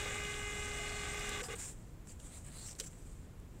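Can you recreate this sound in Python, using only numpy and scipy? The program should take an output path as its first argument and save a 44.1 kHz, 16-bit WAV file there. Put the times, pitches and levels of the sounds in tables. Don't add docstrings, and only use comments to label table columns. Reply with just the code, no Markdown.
import sys
import numpy as np
from scipy import signal
from scipy.fft import rfft, irfft
from scipy.io import wavfile
from scipy.ndimage import uniform_filter1d

SR = 44100
rng = np.random.default_rng(int(sys.argv[2]) if len(sys.argv) > 2 else 0)


def unload_audio(sound):
    columns = np.transpose(np.atleast_2d(sound))
    steps = np.round(np.clip(columns, -1, 1) * 32767)
    wavfile.write(sys.argv[1], SR, steps.astype(np.int16))


def undo_db(level):
    steps = np.asarray(level, float) / 20
    return 10 ** steps


N = 158760

STEP_HZ, STEPS_PER_TURN = 414.0, 13
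START_SPEED = .9
# start t/s, stop t/s, level/dB
MOTOR_RUNS = [
    (-1.0, 1.416, 0.0),
    (1.484, 1.546, -2.5),
]
# t/s, whine lift per step multiple/dB, rattle lift/dB
MOTOR_LOAD = [(0, -0.07, 3.5), (.3, .5, 1), (0.551, 0.21, 1), (.8, 0.19, 0.5), (1.101, -0.2, 1),
              (1.3, -0.35, 1.9), (1.6, -0.1, -1)]


def evened(x):
    return x / np.sqrt(np.mean(x ** 2) + 1e-20)


def coloured(x, points):
    f, db = np.transpose(points)
    hz = np.fft.rfftfreq(len(x), 1 / SR)
    gain = undo_db(np.interp(np.log(hz + 1), np.log(f + 1), db, -90, -90))
    return evened(irfft(rfft(x) * gain, len(x)))


def slow(hz):
    f = np.fft.rfftfreq(N, 1 / SR)
    spectrum = rfft(rng.standard_normal(N)) * (f > 0) / (1 + (f / hz) ** 4)
    return evened(irfft(spectrum, N))


def ring(x, hz, width):
    return signal.lfilter(*signal.iirpeak(hz, hz / width, SR), x)


def ring_twice(x, hz, width):
    return evened(ring(ring(x, hz, width), hz, width))


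def add(mix, s, sound):
    part = mix[round(s * SR):][:len(sound)]
    part += sound[:len(part)]


def swell(t, start, peak, end):
    return np.sin(np.pi / 2 * np.interp(t, [start, peak, end], [0, 1, 0])) ** 1.3


def grit():
    grains_per_s = 9000
    size_db = 1.5 * np.minimum(rng.exponential(1, N), 5)
    slips = undo_db(size_db) * (rng.random(N) < grains_per_s / SR)
    return rng.standard_normal(N) * (0.52 + slips)


def patchy(x, depth_db):
    z = signal.stft(x, nperseg=256)[2]
    field = rng.standard_normal(z.shape[::-1]).T
    field = uniform_filter1d(field, size=5, axis=0)
    field = uniform_filter1d(field, size=20, axis=1)
    return signal.istft(z * undo_db(depth_db * evened(field)), nperseg=256)[1][:N]


def rotor(t):
    spin_up_s, coast_s = .012, .0035
    on, speed = np.zeros(N), np.ones(N)
    for start, stop, db in MOTOR_RUNS:
        attack = np.clip((t - start) / 0.001, 0, 1)
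        on += undo_db(db) * attack * np.exp(-np.maximum(t - stop, 0) / coast_s)
        lag = np.exp(-np.maximum(t - start, 0) / spin_up_s)
        speed -= (1 - START_SPEED) * (t > start) * lag
    shaft = 2 * np.pi * np.cumsum(speed) * STEP_HZ / STEPS_PER_TURN / SR
    return on, speed, shaft


def gear_whine(t, speed, shaft):
    teeth, eccentric = 12, .11
    waver_db, waver_hz, phase_wander = .2, 5.0, .02
    strain_from_hz = 3100
    step_levels = [-52.5, -63.5, -60.5, -60, -51.5, -58.5, -58.5, -68, -66, -72, -79, -78]
    mesh_levels = [-76, -65.5, -61.5, -58, -76, -65.5]
    idler_orders = [34, 38, 59, 66, 68, 72, 81, 89]
    idler_levels = [-72, -65, -69, -65, -64, -74, -70, -68]
    # t/s, lift/dB
    gear_strain = [(0, -1), (.25, -1), (.5, -1), (.7, -2), (.95, 2), (1.2, 1), (1.35, 3), (1.6, 0)]

    load_s, load_lift, _ = np.transpose(MOTOR_LOAD)
    start_dull_db = -5 * (1 - speed) / (1 - START_SPEED)
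    lift_db = np.interp(t, load_s, load_lift) + start_dull_db
    strain_db = np.interp(t, *np.transpose(gear_strain))
    step_orders = STEPS_PER_TURN * (1 + np.arange(len(step_levels)))
    mesh_orders = teeth * (1 + np.arange(len(mesh_levels)))
    whine = np.zeros(N)
    for orders, levels in ((step_orders, step_levels), (mesh_orders, mesh_levels),
                           (idler_orders, idler_levels)):
        for order, db in zip(orders, levels):
            a, b, c = 2 * np.pi * rng.random(3)
            wobble = 1 + eccentric * (np.cos(shaft + a) + .5 * np.cos(3 * shaft + b))
            k = min(order / STEPS_PER_TURN, 6.5)
            if levels is step_levels and order * STEP_HZ / STEPS_PER_TURN < strain_from_hz:
                load_db = k * lift_db
            else:
                load_db = strain_db + k * start_dull_db
            phase = order * shaft + np.pi + c / 3 + k * phase_wander * slow(waver_hz)
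            level = undo_db(db + load_db + k * waver_db * slow(waver_hz))
            whine += np.sqrt(2) * level * wobble * np.cos(phase)
    return whine


def case_rattle(t, shaft):
    # f/Hz, width/Hz, level/dB
    case_modes = [(480, 30, -11), (827, 59, 0), (1204, 78, 1), (1580, 140, 0), (2070, 214, 0),
                  (2480, 120, 2), (2830, 154, 1.5), (3410, 137, 1), (3715, 85, -4.5), (4200, 140, -10)]
    # f/Hz, density/dB per Hz
    rattle_colour = [(120, -3), (250, -0.5), (600, -5), (1000, -12.5), (2100, -4.5), (3200, -19.5),
                     (4500, -46), (6000, -9.5)]
    knock = grit() * (1 + .6 * np.cos(STEPS_PER_TURN * shaft))
    case = evened(sum(undo_db(db) * ring(knock, hz, width) for hz, width, db in case_modes))
    rattle = undo_db(-54.5) * coloured(knock, rattle_colour) + undo_db(-51) * case
    load_s, _, rattle_lift = np.transpose(MOTOR_LOAD)
    return rattle * undo_db(np.interp(t, load_s, rattle_lift) + 1.0 * slow(3.8))


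def strip_feed(t):
    # f/Hz, density/dB per Hz
    feed_colour = [(3000, -29), (4600, -12), (6000, -5.5), (7000, -3.5), (8500, -4.5), (9300, -12),
                   (11000, -21), (15900, -32)]
    coast_s = 0.011
    hiss = patchy(coloured(grit(), feed_colour), 1.4)
    level = undo_db(-54.5 + 1.0 * slow(25.0))
    return level * hiss * np.exp(-np.maximum(t - MOTOR_RUNS[0][1], 0) / coast_s)


def table_hum():
    band = signal.butter(2, [18, 91], "band", fs=SR, output="sos")
    return undo_db(-49) * evened(signal.sosfilt(band, rng.standard_normal(N)))


def motor():
    t = np.arange(N) / SR
    on, speed, shaft = rotor(t)
    noise = on * case_rattle(t, shaft) + strip_feed(t)
    noise = noise - .6 * ring(noise, 4420, 520)
    hum = table_hum() * uniform_filter1d(on, 4000)
    return on * gear_whine(t, speed, shaft) + noise + hum


def room_tone():
    # f/Hz, density/dB per Hz
    tone_colour = [(15, -4.5), (30, 8), (120, 0), (300, -10.5), (800, -22.5), (2000, -29.5), (4500, -37.5),
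                   (15900, -42)]
    return undo_db(-50.5) * coloured(rng.standard_normal(N), tone_colour)


def narrow_swells():
    # start t/s, peak t/s, end t/s, level/dB, f/Hz; the curled sheet singing while pressed, or,
    # during the motor's long feed, rattles in the mechanism
    curls = [(1.43, 1.44, 1.47, -55, 5320), (2.08, 2.11, 2.15, -73, 2560), (2.27, 2.36, 2.39, -68, 4000),
             (2.477, 2.63, 2.71, -61.5, 4240), (2.62, 2.71, 2.735, -57, 5570),
             (1.235, 1.245, 1.26, -53, 1500), (1.23, 1.22, 1.7, -55.5, 1640), (1.24, 1.34, 1.39, -57, 3500),
             (0.028, 0.13, 0.3, -51, 2200), (0.85, 0.94, 1.2, -65, 3700), (0.67, 0.86, 1.3, -59.5, 667),
             (-.05, .05, .22, -57, 540), (1.55, 1.65, 1.78, -62, 400), (1.43, 1.444, 1.456, -54.5, 1230),
             (1.42, 1.45, 1.56, -59, 754), (2.795, 2.806, 2.825, -55.5, 3030),
             (1.28, 1.34, 1.48, -56.5, 1190)]
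    # start t/s, peak t/s, end t/s, level/dB, f/Hz; mostly the taut edge whistling briefly, but
    # the two around 1.5 s are the nudging whine turning brighter
    whistles = [(-.1, .05, .22, -62, 6650), (.2, .3, .4, -68, 4100), (.76, .95, 1.12, -61, 4200),
                (1.0, 1.07, 1.15, -70, 6300), (1.168, 1.177, 1.187, -56, 6700),
                (1.19, 1.196, 1.207, -53, 5000), (1.3, 1.33, 1.41, -56, 3650),
                (1.428, 1.44, 1.47, -57, 5000), (1.498, 1.51, 1.532, -51, 2850),
                (1.505, 1.522, 1.533, -53, 2100), (2.087, 2.098, 2.12, -65, 4800),
                (2.53, 2.6, 2.68, -74, 14500)]
    out, t = np.zeros(N), np.arange(N) / SR
    rasp = grit()
    for events, q in ((curls, 4.5), (whistles, 12)):
        for start, peak, end, db, hz in events:
            out += undo_db(db) * swell(t, start, peak, end) * ring_twice(rasp, hz, hz / q)
    return out


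def nicks():
    click_levels = [-43, -38, -36.5, -34, -39, -38.5, -44, -46, -38, -39, -37, -42, -35.5, -41, -37]
    # f/Hz, density/dB per Hz
    click_colour = [(800, -30), (1500, -6), (2400, 0), (3500, -1), (4200, -7), (4800, -30)]
    first_s, steps_per_gear_turn, t60_s = .0727, 37, .016
    out, t = np.zeros(N), np.arange(1500) / SR
    noise = rng.standard_normal((len(click_levels), len(t)))
    for turn, (db, z) in enumerate(zip(click_levels, noise)):
        click = coloured(z, click_colour) * undo_db(-60 * t / t60_s)
        s = first_s + turn * steps_per_gear_turn / STEP_HZ
        add(out, s, undo_db(db) * click / abs(click).max())
    return out


def snaps():
    # t/s, peak level/dB, f/Hz
    creases = [(.716, -41, 3000), (.893, -40, 2800), (1.1947, -37, 7000), (1.255, -42, 6500),
               (1.292, -34, 7000), (1.439, -40, 2600), (1.534, -46, 11950), (2.0717, -50, 7000),
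               (2.0717, -50, 1000), (2.2, -49, 2600), (2.2, -49, 7000), (2.447, -52, 8000),
               (2.674, -43, 7000), (2.686, -45, 2100), (2.694, -46, 6500), (2.712, -46, 5570),
               (2.751, -50, 4500), (2.762, -55, 10000), (2.789, -45, 6500), (2.7993, -28.5, 5130),
               (2.7993, -38, 14000), (2.803, -39, 6000), (2.808, -41, 5000), (2.84, -51, 2000),
               (2.87, -56, 2500), (2.73, -50, 5500), (2.93, -54, 2000), (3.399, -56, 10000)]
    t60_s, wide_db = .015, -24.0
    out, t = np.zeros(N), np.arange(900) / SR
    noise = rng.standard_normal((len(creases), len(t)))
    for (s, db, hz), z in zip(creases, noise):
        burst = z * undo_db(-60 * t / t60_s)
        wide = evened(np.diff(burst, prepend=0))
        tick = ring_twice(burst, hz, 1.1 * hz) + undo_db(wide_db) * wide
        add(out, s, undo_db(db) * tick / abs(tick).max())
    return out


def strokes():
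    # start t/s, rise t/s, fall t/s, level/dB, share of bending/0-1
    stroke_events = [(1.426, .006, 0.066, -49, 0.8), (1.47, 0.048, 0.046, -55.5, 0.24),
                     (1.17, .06, .2, -60, .1), (1.55, 0.0065, 0.04, -53, 0.9),
                     (1.575, 0.017, 0.13, -49, 0.47), (1.618, 0.061, 0.073, -54.5, 0.4),
                     (2.068, 0.028, 0.051, -60.5, 0.3), (2.19, 0.0099, .03, -62.5, 0.56),
                     (2.202, 0.059, 0.052, -61, 0.8), (2.279, 0.059, 0.074, -58, 0.94),
                     (2.428, 0.039, 0.075, -60, 1), (2.498, 0.064, 0.14, -57.5, .9),
                     (2.578, 0.11, .042, -54.5, 0), (2.747, 0.0083, 0.04, -66.5, 0.85),
                     (2.782, 0.01, 0.0081, -52, 0.03), (2.797, .003, 0.024, -49, 0.2),
                     (2.81, 0.037, 0.016, -55.5, 0.1), (2.855, .017, 0.018, -53, 0),
                     (2.88, .05, 0.034, -68, 0.5), (2.9, 0.097, .35, -69, 0.57), (3.5, .1, .1, -77, 0.3),
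                     (2.69, 0.035, .018, -58, .4), (1.72, .03, .25, -73, 0.1), (2.03, .07, .12, -71, .3),
                     (2.36, 0.036, 0.073, -67, 0.3), (2.34, .035, 0.027, -62, 0.4)]
    # f/Hz, density/dB per Hz
    slide_colour = [(500, -13), (1200, -13), (2600, -12.5), (4000, -20.5), (6000, -6.5), (7600, -2.5),
                    (11500, -20), (15900, -21)]
    # f/Hz, density/dB per Hz
    scrape_colour = [(400, -4.5), (1000, -4.5), (3500, -7.5), (5800, -13), (8600, 0.5), (11700, -16),
                     (13500, -16), (15900, -20)]
    patch_db = 1.8
    t, slide, scrape = np.arange(N) / SR, np.zeros(N), np.zeros(N)
    for start, rise, fall, db, bend in stroke_events:
        power = (undo_db(db) * swell(t, start, start + rise, start + rise + fall)) ** 2
        bend = np.clip(bend, 0, 1)
        slide += (1 - bend) * power
        scrape += bend * power
    sliding = np.sqrt(slide) * patchy(coloured(grit(), slide_colour), patch_db)
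    bending = np.sqrt(scrape) * patchy(coloured(grit(), scrape_colour), patch_db)
    return sliding + bending


def paper():
    flutter = undo_db(1.0 * slow(70.0))
    return flutter * (strokes() + narrow_swells())


def detents():
    # t/s, level/dB, f/Hz, overtone share
    thumps = [
        (1.418, -35, 490, .2),
        (1.444, -47, 491, .5),
        (1.484, -36, 457, .55),
        (1.498, -38, 496, .4),
        (1.514, -41, 430, .3),
        (1.534, -35, 465, .4),
        (1.552, -46, 400, .2),
        (2.802, -41, 440, .08),
        (2.808, -44, 520, .05),
        (2.842, -49, 310, .1),
    ]
    rise_s, t60_s = 0.0058, 0.055
    out, t = np.zeros(N), np.arange(6000) / SR
    for s, db, hz, overtone in thumps:
        tone = np.sin(2 * np.pi * hz * t) + overtone * np.sin(2 * np.pi * 2.55 * hz * t)
        add(out, s, undo_db(db - 60 * t / t60_s) * np.minimum(t / rise_s, 1) * tone)
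    return out


def room(x):
    t60_s, wet_db = 0.28, -13.5
    t = np.arange(SR // 2) / SR
    signs = rng.choice([-1., 1.], len(t))
    sparse = (rng.random(len(t)) < .05) * (t > .004)
    taps = signs * sparse * undo_db(-60 * t / t60_s)
    return undo_db(wet_db) * signal.fftconvolve(x, taps / np.linalg.norm(taps))[:N]


def scene():
    near = nicks() + detents() + paper() + snaps()
    return (motor() + near + room(near) + room_tone())[None]


def roll_off(x):
    return signal.sosfilt(signal.butter(12, 15840, fs=SR, output="sos"), x)


def record(dry):
    # f/Hz, width/Hz, lift as a linear gain
    port_peaks = [(7350, 840, 1.09), (8130, 610, 0.7)]
    bright = dry + sum(lift * ring(dry, hz, width) for hz, width, lift in port_peaks)
    edge = signal.firwin(1023, 15820, window=("kaiser", 9), fs=SR)
    return roll_off(signal.oaconvolve(bright, edge[None], "same"))


dry = scene()
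out = record(dry)
unload_audio(out)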